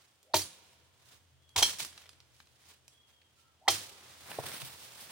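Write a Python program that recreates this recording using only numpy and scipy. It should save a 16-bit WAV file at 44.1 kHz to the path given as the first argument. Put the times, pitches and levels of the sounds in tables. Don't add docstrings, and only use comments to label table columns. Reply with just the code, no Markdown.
import sys
import numpy as np
from scipy import signal
from scipy.fft import rfft, irfft, next_fast_len
from scipy.io import wavfile
from scipy.ndimage import map_coordinates

SR = 44100
rng = np.random.default_rng(int(sys.argv[2]) if len(sys.argv) > 2 else 0)


def log_audio(samples):
    frames = np.atleast_2d(samples).T
    limited = np.clip(frames, -1, 1)
    pcm = np.round(limited * 32767).astype(np.int16)
    wavfile.write(sys.argv[1], SR, pcm)


N = 225563
TOP_HZ = 15950
OPPOSITE = np.array([[1], [-1]])


def amp(db):
    return 10 ** (np.asarray(db) / 20)


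def unit(x):
    return x / np.sqrt(np.mean(x ** 2) + 1e-20)


def along(points, hz):
    pitches, values = np.transpose(points)
    return np.interp(np.log(hz + 1), np.log(pitches), values)


def since(start_s):
    return np.maximum(np.arange(N) / SR - start_s, 0)


def wobble(rate, size=N):
    return map_coordinates(rng.standard_normal(4096), [np.arange(size) * rate / SR], mode="wrap")


def burst(t, rise_s, hold_s, fade_s):
    return (1 - np.exp(-t / rise_s)) * np.exp(-np.log(1000) * np.maximum(t - hold_s, 0) / fade_s)


def filtered(x, response):
    size = x.shape[-1]
    padded = next_fast_len(size + 4096)
    return irfft(rfft(x, padded) * response(np.fft.rfftfreq(padded, 1 / SR)), padded)[..., :size]


def add(track, start_s, sound):
    part = track[..., max(round(start_s * SR), 0):][..., :sound.shape[-1]]
    part += sound[..., :part.shape[-1]]


def fuzzy_tone(hz, width_hz, size):
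    phase = 2 * np.pi * np.cumsum(hz * np.ones(size)) / SR
    return unit(wobble(width_hz, size) * np.sin(phase) + wobble(width_hz, size) * np.cos(phase))


# pitch_hz, likeness
NEAR = [(100, 0.96), (800, 0.93), (3500, 0.41), (6000, 0.72), (9000, 0)]
SCATTERED = [(100, 1), (600, 0.5), (1500, 0.28), (3000, .1), (8000, 0)]
def noise(spectrum, likeness, size=N, spiky_db=0, tilt_db=0):
    grains = amp(spiky_db * np.repeat(rng.standard_normal(size // 16 + 1), 16)[:size])
    def response(hz):
        colour = amp(along(spectrum, hz) + tilt_db * np.log2(np.maximum(hz, 500) / 4000))
        spread = np.arccos(np.clip(along(likeness, hz), -1, 1)) / 2
        return colour * [np.cos(spread), np.sin(spread)]
    mid, side = filtered(grains * rng.standard_normal((2, size)), response)
    return unit(np.array([mid + side, mid - side]))


# time_s, relative_db
RUMBLE_LEVELS = [(0.0, -83), (0.38, -79.5), (1.48, -70), (3.43, -79), (4.47, -69), (5.11, -73)]
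# pitch_hz, likeness
RUMBLE_LIKENESS = [(80, 0.77), (130, 0.16), (300, .6)]
# pitch_hz, relative_db
RUMBLE_SPECTRUM = [(20, -33), (50, -19), (70, -10), (85, 5), (102, -12), (127, 2), (165, -21.5),
                   (300, -24.5), (800, -61)]
HUSH_SPECTRUM = [(30, -15.5), (150, -2.5), (400, -0.5), (1000, -4.5), (2500, -7), (3200, -2), (4000, -9),
                 (5000, -10), (9500, -14), (11500, -22), (15500, -17)]
def background():
    rumble_db = 2 + np.interp(since(0), *np.transpose(RUMBLE_LEVELS))
    rumble = amp(rumble_db) * noise(RUMBLE_SPECTRUM, RUMBLE_LIKENESS)
    return rumble + amp(-72.5) * noise(HUSH_SPECTRUM, SCATTERED)


# start_s, end_s, first_hz, last_hz, level_db
WHISTLES = [(1.387, 1.611, 3370, 3260, -70), (2.887, 3.131, 3350, 3260, -69),
            (3.039, 3.356, 3270, 3216, -73), (3.35, 3.578, 1372, 1320, -73.5)]
def bird():
    out = np.zeros((2, N))
    for start_s, end_s, first_hz, last_hz, level_db in WHISTLES:
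        progress = np.linspace(0, 1, round((end_s - start_s) * SR))
        pitch_hz = first_hz + (last_hz - first_hz) * progress
        whistle = np.array([fuzzy_tone(pitch_hz, width_hz=120, size=len(progress)) for _ in range(2)])
        add(out, start_s, amp(level_db) * np.sin(np.pi * progress) * whistle)
    return out


# pitch_hz, relative_db
ECHO_SPECTRUM = [(80, -3), (200, -2), (320, -3), (500, -5), (900, -13.5), (1600, -7.5), (3000, -7.5),
                 (6000, -6), (10000, -3), (15000, -0.5)]
# pitch_hz, fade_s
NEAR_TREES = [(100, 0.28), (1000, 0.15), (4000, 0.28), (10000, .34), (15000, 0.05)]
FAR_TREES = [(100, 2), (1000, 2.1), (4000, 1.1), (10000, 0.39), (15000, 0.28)]
def tree_echoes(sound, fades, build_s):
    hiss = noise([(20, 0), (20000, 0)], SCATTERED, SR)
    hz, t, bands = signal.stft(hiss, SR, nperseg=256)
    envelope = burst(t, build_s, 0, along(fades, hz)[:, None])
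    tail = signal.istft(bands * envelope, SR, nperseg=256)[1]
    tail = filtered(tail / np.linalg.norm(tail[0]), lambda hz: amp(along(ECHO_SPECTRUM, hz)))
    return signal.fftconvolve(sound, tail, axes=1)[:, :N]


def crackle(spectrum, rate):
    ticks = (rng.random(N) < rate / SR) * amp(np.minimum(4 * rng.standard_normal(N), 3))
    tick_shape = burst(np.arange(SR // 32) / SR, 0.0003, 0.001, 0.014)
    return signal.fftconvolve(ticks, tick_shape)[:N] * noise(spectrum, NEAR)


# pitch_hz, relative_db
BRANCH_SPECTRUM = [(40, -31), (85, -8.5), (130, 1.5), (230, -3.5), (450, -2.5), (650, -1), (1000, 0.5),
                   (1800, -0.5), (2600, -5), (6000, -35)]
def rustle(power, leaf_spectrum):
    leaf_gain, branch_gain = np.sqrt(power)
    clumps = wobble(90)
    leaves = amp(1.8 * clumps) * noise(leaf_spectrum, SCATTERED, spiky_db=1.5)
    leaves += amp(-0.5) * crackle(leaf_spectrum, rate=26)
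    branches = amp(0.86 * clumps) * noise(BRANCH_SPECTRUM, SCATTERED, spiky_db=3.5)
    branches += amp(0.5) * crackle(BRANCH_SPECTRUM, rate=28)
    return leaf_gain * leaves + branch_gain * branches


def swells(rows, depth_db=22):
    t, power = since(0), np.zeros((2, N))
    for peak_s, leaf_db, branch_db, rise_s, fall_s in rows:
        from_peak = np.maximum((peak_s - t) / rise_s, (t - peak_s) / fall_s)
        power += (amp([[leaf_db], [branch_db]]) * amp(-depth_db * from_peak)) ** 2
    return power


# pitch_hz, relative_db
LEAF_SPECTRUM = [(600, -34), (1500, -10), (2300, -1.5), (3500, 2), (5500, -0.5), (7200, -2.5), (10000, -4),
                 (11800, -11.5), (15500, -6.5)]
# peak_s, leaf_db, branch_db, rise_s, fall_s
STIRS = [(0.02, -65, -69.5, 0.14, 0.27), (1.13, -59, -64.5, 0.21, 0.14), (2.02, -56.5, -67, 0.19, 0.071),
         (2.34, -66.5, -83, 0.1, .3), (2.715, -58.5, -65, 0.26, 0.1), (2.94, -70.5, -78.5, 0.26, 0.086),
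         (3.095, -64, -70.5, .04, 0.08), (3.40, -68, -92, 0.11, 0.16)]
# start_s, leaf_db, branch_db, hold_s, fade_s, quiver_db
SHAKES = [(0.36, -43, -50.5, 0.049, 0.28, -57), (1.633, -33.5, -44, .022, 0.39, -68.5),
          (1.786, -36.5, -49, 0.033, 0.21, -68.5), (3.702, -37.5, -47.5, 0.043, 0.51, -64)]
def foliage():
    resting = amp([[-78], [-84]])
    power = swells(STIRS) + resting ** 2
    for start_s, leaf_db, branch_db, hold_s, fade_s, quiver_db in SHAKES:
        t = since(start_s)
        thrash = amp([[leaf_db], [branch_db]]) * burst(t, 0.009, hold_s, fade_s)
        quiver = amp([[quiver_db], [quiver_db - 12.5]]) * burst(t, 0.009, hold_s, fade_s=1.7)
        power += thrash ** 2 + quiver ** 2
    return rustle(power, LEAF_SPECTRUM)


# pitch_hz, relative_db
TREETOP_SPECTRUM = [(600, -13.5), (1500, -16), (2300, -0.5), (3500, 4), (5500, 0), (7200, -6.5), (8500, 2),
                    (10000, -0.5), (11800, -5.5), (15500, -1)]
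# peak_s, leaf_db, branch_db, rise_s, fall_s
CRASHES = [(4.30, -47, -49, 0.085, 0.34), (4.465, -45, -48.5, 0.13, 0.26), (4.555, -42.5, -49, 0.28, 0.093),
           (4.605, -46, -57.5, .04, 0.12), (4.675, -46.5, -55, 0.12, 0.2), (4.85, -51.5, -60, 0.14, 0.093),
           (5.02, -48.5, -58, 0.16, .12), (5.11, -49.5, -53, 0.024, 0.11)]
def falling_treetop():
    t = since(3.74)
    rise_s, growth_db_per_s = 0.33, 2
    slide = np.minimum(t / rise_s, 1) * amp(growth_db_per_s * t) * amp([[-58], [-63]])
    return rustle(slide ** 2, LEAF_SPECTRUM) + rustle(swells(CRASHES), TREETOP_SPECTRUM)


# pitch_hz, relative_db
GROUND_KNOCK_SPECTRUM = [(60, -25), (250, -14.5), (420, -3.5), (650, 3.5), (950, -1.5), (1400, -21),
                         (4000, -32), (12000, -64.5)]
# start_s, thump_db, pitch_hz, fade_s, knock_db
THUDS = [(0.342, -38.5, 91.7, 0.2, -53), (1.567, -36.5, 83.6, 0.16, -57), (1.62, -40.5, 105, 0.044, -60),
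         (1.805, -66, 140, 0.19, -57), (3.686, -49.5, 102.8, 0.54, -70), (4.3858, -40, 117, 0.044, -37),
         (4.437, -48, 118, 0.076, -44), (4.621, -43.5, 136.4, 0.074, -53)]
def ground_thuds():
    out, t = np.zeros((2, N)), np.arange(SR // 2) / SR
    for start_s, thump_db, pitch_hz, fade_s, knock_db in THUDS:
        phase = 2 * np.pi * pitch_hz * t + 0.6 * wobble(85, len(t))
        apart = (pitch_hz / 140) ** 2 * OPPOSITE
        knock = noise(GROUND_KNOCK_SPECTRUM, NEAR, len(t))
        add(out, start_s, amp(thump_db) * burst(t, 0.006, 0.014, fade_s) * np.sin(phase + apart))
        add(out, start_s, amp(knock_db) * burst(t, 0.00082, 0.0018, 0.081) * knock)
    return out


def falling_bits(count):
    rows = []
    for start_s, leaf_db, *_ in SHAKES:
        for size, pitch in rng.standard_normal((count, 2)):
            drop_s = rng.uniform(0.14, 0.44)
            rows.append((start_s + drop_s, leaf_db - 21 + 2 * size, 3200 * np.exp(0.2 * pitch)))
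    return rows


# start_s, level_db, pitch_hz
SNAPS = [(0.2288, -57.5, 7760), (1.4917, -58, 6070), (1.591, -29, 3210), (1.6282, -17.5, 3960),
         (1.6942, -32.5, 5720), (1.7851, -38.5, 6000), (1.803, -29, 3700), (1.8484, -34, 5620),
         (1.9772, -43, 3280), (2.0917, -45, 4410), (2.2026, -53.5, 3490), (2.4017, -47.5, 2426),
         (2.4709, -58, 3240), (2.8797, -48.5, 5270), (3.217, -58, 2520), (4.315, -36, 1590),
         (4.517, -39, 2520), (4.617, -38.5, 3230)]
def twigs():
    out, t = np.zeros((2, N)), np.arange(SR // 16) / SR
    for start_s, level_db, hz in SNAPS + falling_bits(count=5):
        spectrum = [(hz / 8, -11), (hz / 2, -2.75), (hz, 0), (hz * 2, -8), (hz * 8, -32)]
        crack = noise(spectrum, NEAR, len(t), spiky_db=1.5)
        tones_hz = np.minimum(hz * np.exp(0.35 * rng.standard_normal((8, 1))), TOP_HZ)
        ring = unit(np.sin(2 * np.pi * (tones_hz * t + rng.random((8, 1)))).sum(axis=0))
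        add(out, start_s, amp(level_db) * burst(t, 0.0005, 0.0007, 0.021) * crack)
        add(out, start_s, amp(level_db - 5) * burst(t, 0.0005, 0.0007, 0.019) * ring)
    return out


# start_s, end_s, first_hz, last_hz, full_speed_db
SWINGS = [(0.209, 0.35, 337.3, 789, -64.5), (3.608, 3.672, 649, 913, -53.5)]
def swishes():
    out = np.zeros(N)
    for start_s, end_s, first_hz, last_hz, full_speed_db in SWINGS:
        speed = np.linspace(0, 1, round((end_s - start_s) * SR))
        swish = fuzzy_tone(first_hz + (last_hz - first_hz) * speed, width_hz=280, size=len(speed))
        add(out, start_s, amp(full_speed_db) * speed * swish)
    return out


# start_s, pitch_hz, level_db, hold_s
SQUEAKS = [(0.3365, 4240, -28.5, 0.0035), (0.36, 4360, -28.5, 0.0067), (0.388, 5770, -38, 0.013),
           (0.415, 4570, -39.5, 0.01), (3.679, 4240, -29, 0.013)]
def squeaks():
    out, t = np.zeros(N), np.arange(SR // 8) / SR
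    for start_s, pitch_hz, level_db, hold_s in SQUEAKS:
        squeal = fuzzy_tone(pitch_hz, width_hz=900, size=len(t))
        add(out, start_s, amp(level_db) * burst(t, 0.001, hold_s, 0.04) * squeal)
    return out


# pitch_hz, relative_db, fade_s
FIRST_STEM = [(312, -19.5, 0.32), (384.6, -11.5, .12), (629, -4, 0.088), (913, 0.5, 0.054),
              (1280, -10, 0.017), (1800, -8, 0.012)]
SECOND_STEM = [(404, -6.5, 0.029), (633, -10, 0.05), (803, 3, .035), (947, -1, 0.061)]
THIRD_STEM = [(333, -22.5, 0.28), (372, -16, 0.11), (668, -12.5, 0.14), (789, 0.5, 0.072),
              (1121, -5, 0.061), (1347, -6, 0.044), (1997, 4, 0.014)]
CUT_TOP = [(447, -3.5, .055), (607, 1.5, 0.018), (850, -3, 0.025)]
# start_s, level_db, fade_share, tones
KNOCKS = [(0.3389, -16.5, 0.71, FIRST_STEM), (0.360, -28.5, 0.96, FIRST_STEM),
          (1.559, -31.5, .9, SECOND_STEM), (1.587, -30, .9, SECOND_STEM), (1.619, -28.5, .2, SECOND_STEM),
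          (1.626, -29.5, 0.82, SECOND_STEM), (3.678, -18.5, 0.9, THIRD_STEM), (4.386, -28.5, 0.57, CUT_TOP)]
def stem_knocks():
    out, t = np.zeros((2, N)), np.arange(SR // 4) / SR
    for start_s, level_db, fade_share, tones in KNOCKS:
        for pitch_hz, relative_db, fade_s in tones:
            phase = 2 * np.pi * pitch_hz * t + 0.35 * wobble(150, len(t))
            apart = 0.2 * wobble(120, len(t)) * OPPOSITE
            envelope = burst(t, 0.0023, 0.0024, fade_share * fade_s)
            add(out, start_s, amp(level_db + relative_db) * envelope * np.sin(phase + apart))
    return out


# pitch_hz, relative_db
FIBRE_SPECTRUM = [(40, -32), (220, -13), (380, -7), (510, -7), (900, 2), (1500, -5), (2400, -2),
                  (3400, 4.5), (4400, -1.5), (6000, 0), (8000, -6), (10300, -8.5), (11800, -15.5),
                  (15500, -12)]
# start_s, tear_db, hold_s, fade_s, tilt_db_per_octave, steel_db
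CUTS = [(0.3407, -22.5, 0.0063, 0.06, -1, -39.5), (0.352, -28.5, 0.015, 0.16, 7, -43),
        (0.414, -39, 0.006, 0.04, 5.5, -48), (1.561, -25.5, 0.0043, 0.06, 0, -39.5),
        (1.576, -27, 0.022, 0.086, 1, -38), (1.625, -21, 0.0091, 0.021, 3, -17.5),
        (3.681, -22, 0.0085, 0.022, -2, -23.5), (3.7, -28.5, 0.016, 0.029, 5, -47)]
def tearing_fibres():
    out, t = np.zeros((2, N)), np.arange(SR // 4) / SR
    for start_s, tear_db, hold_s, fade_s, tilt_db, _ in CUTS:
        snaps = noise(FIBRE_SPECTRUM, NEAR, len(t), tilt_db=tilt_db)
        bundles = amp(1.2 * wobble(250, len(t)))
        add(out, start_s, amp(tear_db) * burst(t, 0.00084, hold_s, fade_s) * bundles * snaps)
    return out


# pitch_hz, relative_db, fade_s
STEEL_TONES = [(3180, -1.5, 0.12), (3255, -9, 0.09), (3720, -14, 0.03), (4200, -12.5, 0.17),
               (5500, -12, 0.23), (5560, -15.5, 0.095), (5850, -11, 0.086), (6130, -16.5, .08),
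               (8320, -17.5, 0.14), (10250, -17, 0.09)]
def blade_ring():
    out, t = np.zeros((2, N)), np.arange(SR // 4) / SR
    for start_s, _, hold_s, _, _, steel_db in CUTS:
        for pitch_hz, relative_db, fade_s in STEEL_TONES:
            phase = 2 * np.pi * (pitch_hz * t + rng.random()) + 0.7 * wobble(260, len(t))
            apart = (pitch_hz / 5000) ** 2 * rng.standard_normal() * OPPOSITE / 2
            envelope = burst(t, 0.0012, hold_s, fade_s)
            add(out, start_s, amp(steel_db + relative_db) * envelope * np.sin(phase + apart))
    return out


def place_right(sound):
    lean = [(200, 0.35), (1000, 0.1), (3500, 0.75), (6500, 2.5), (9500, 2.5), (13000, -0.5)]  # hz, db
    delay_s = 13e-6 * OPPOSITE
    return filtered(sound, lambda hz: amp(-OPPOSITE * along(lean, hz)) * np.exp(-2j * np.pi * hz * delay_s))


def scene():
    cracks = tearing_fibres() + twigs()
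    knocks = blade_ring() + stem_knocks() + squeaks() + swishes() + ground_thuds()
    near_echoes = amp(-1.5) * tree_echoes(cracks + amp(-5.5) * knocks, NEAR_TREES, build_s=0.001)
    far_echoes = amp(-17) * tree_echoes(cracks, FAR_TREES, build_s=0.043)
    work = cracks + knocks + near_echoes + far_echoes + foliage() + falling_treetop()
    return place_right(work) + bird() + background()


def record(dry):
    rounded = dry / (1 + (dry / 0.46) ** 4) ** (1 / 4)
    thinned = signal.sosfilt(signal.butter(2, 42, "high", fs=SR, output="sos"), rounded)
    return filtered(thinned, lambda hz: np.clip((TOP_HZ - hz) / 200 + 0.5, 0, 1))


dry = scene()
out = record(dry)
log_audio(out)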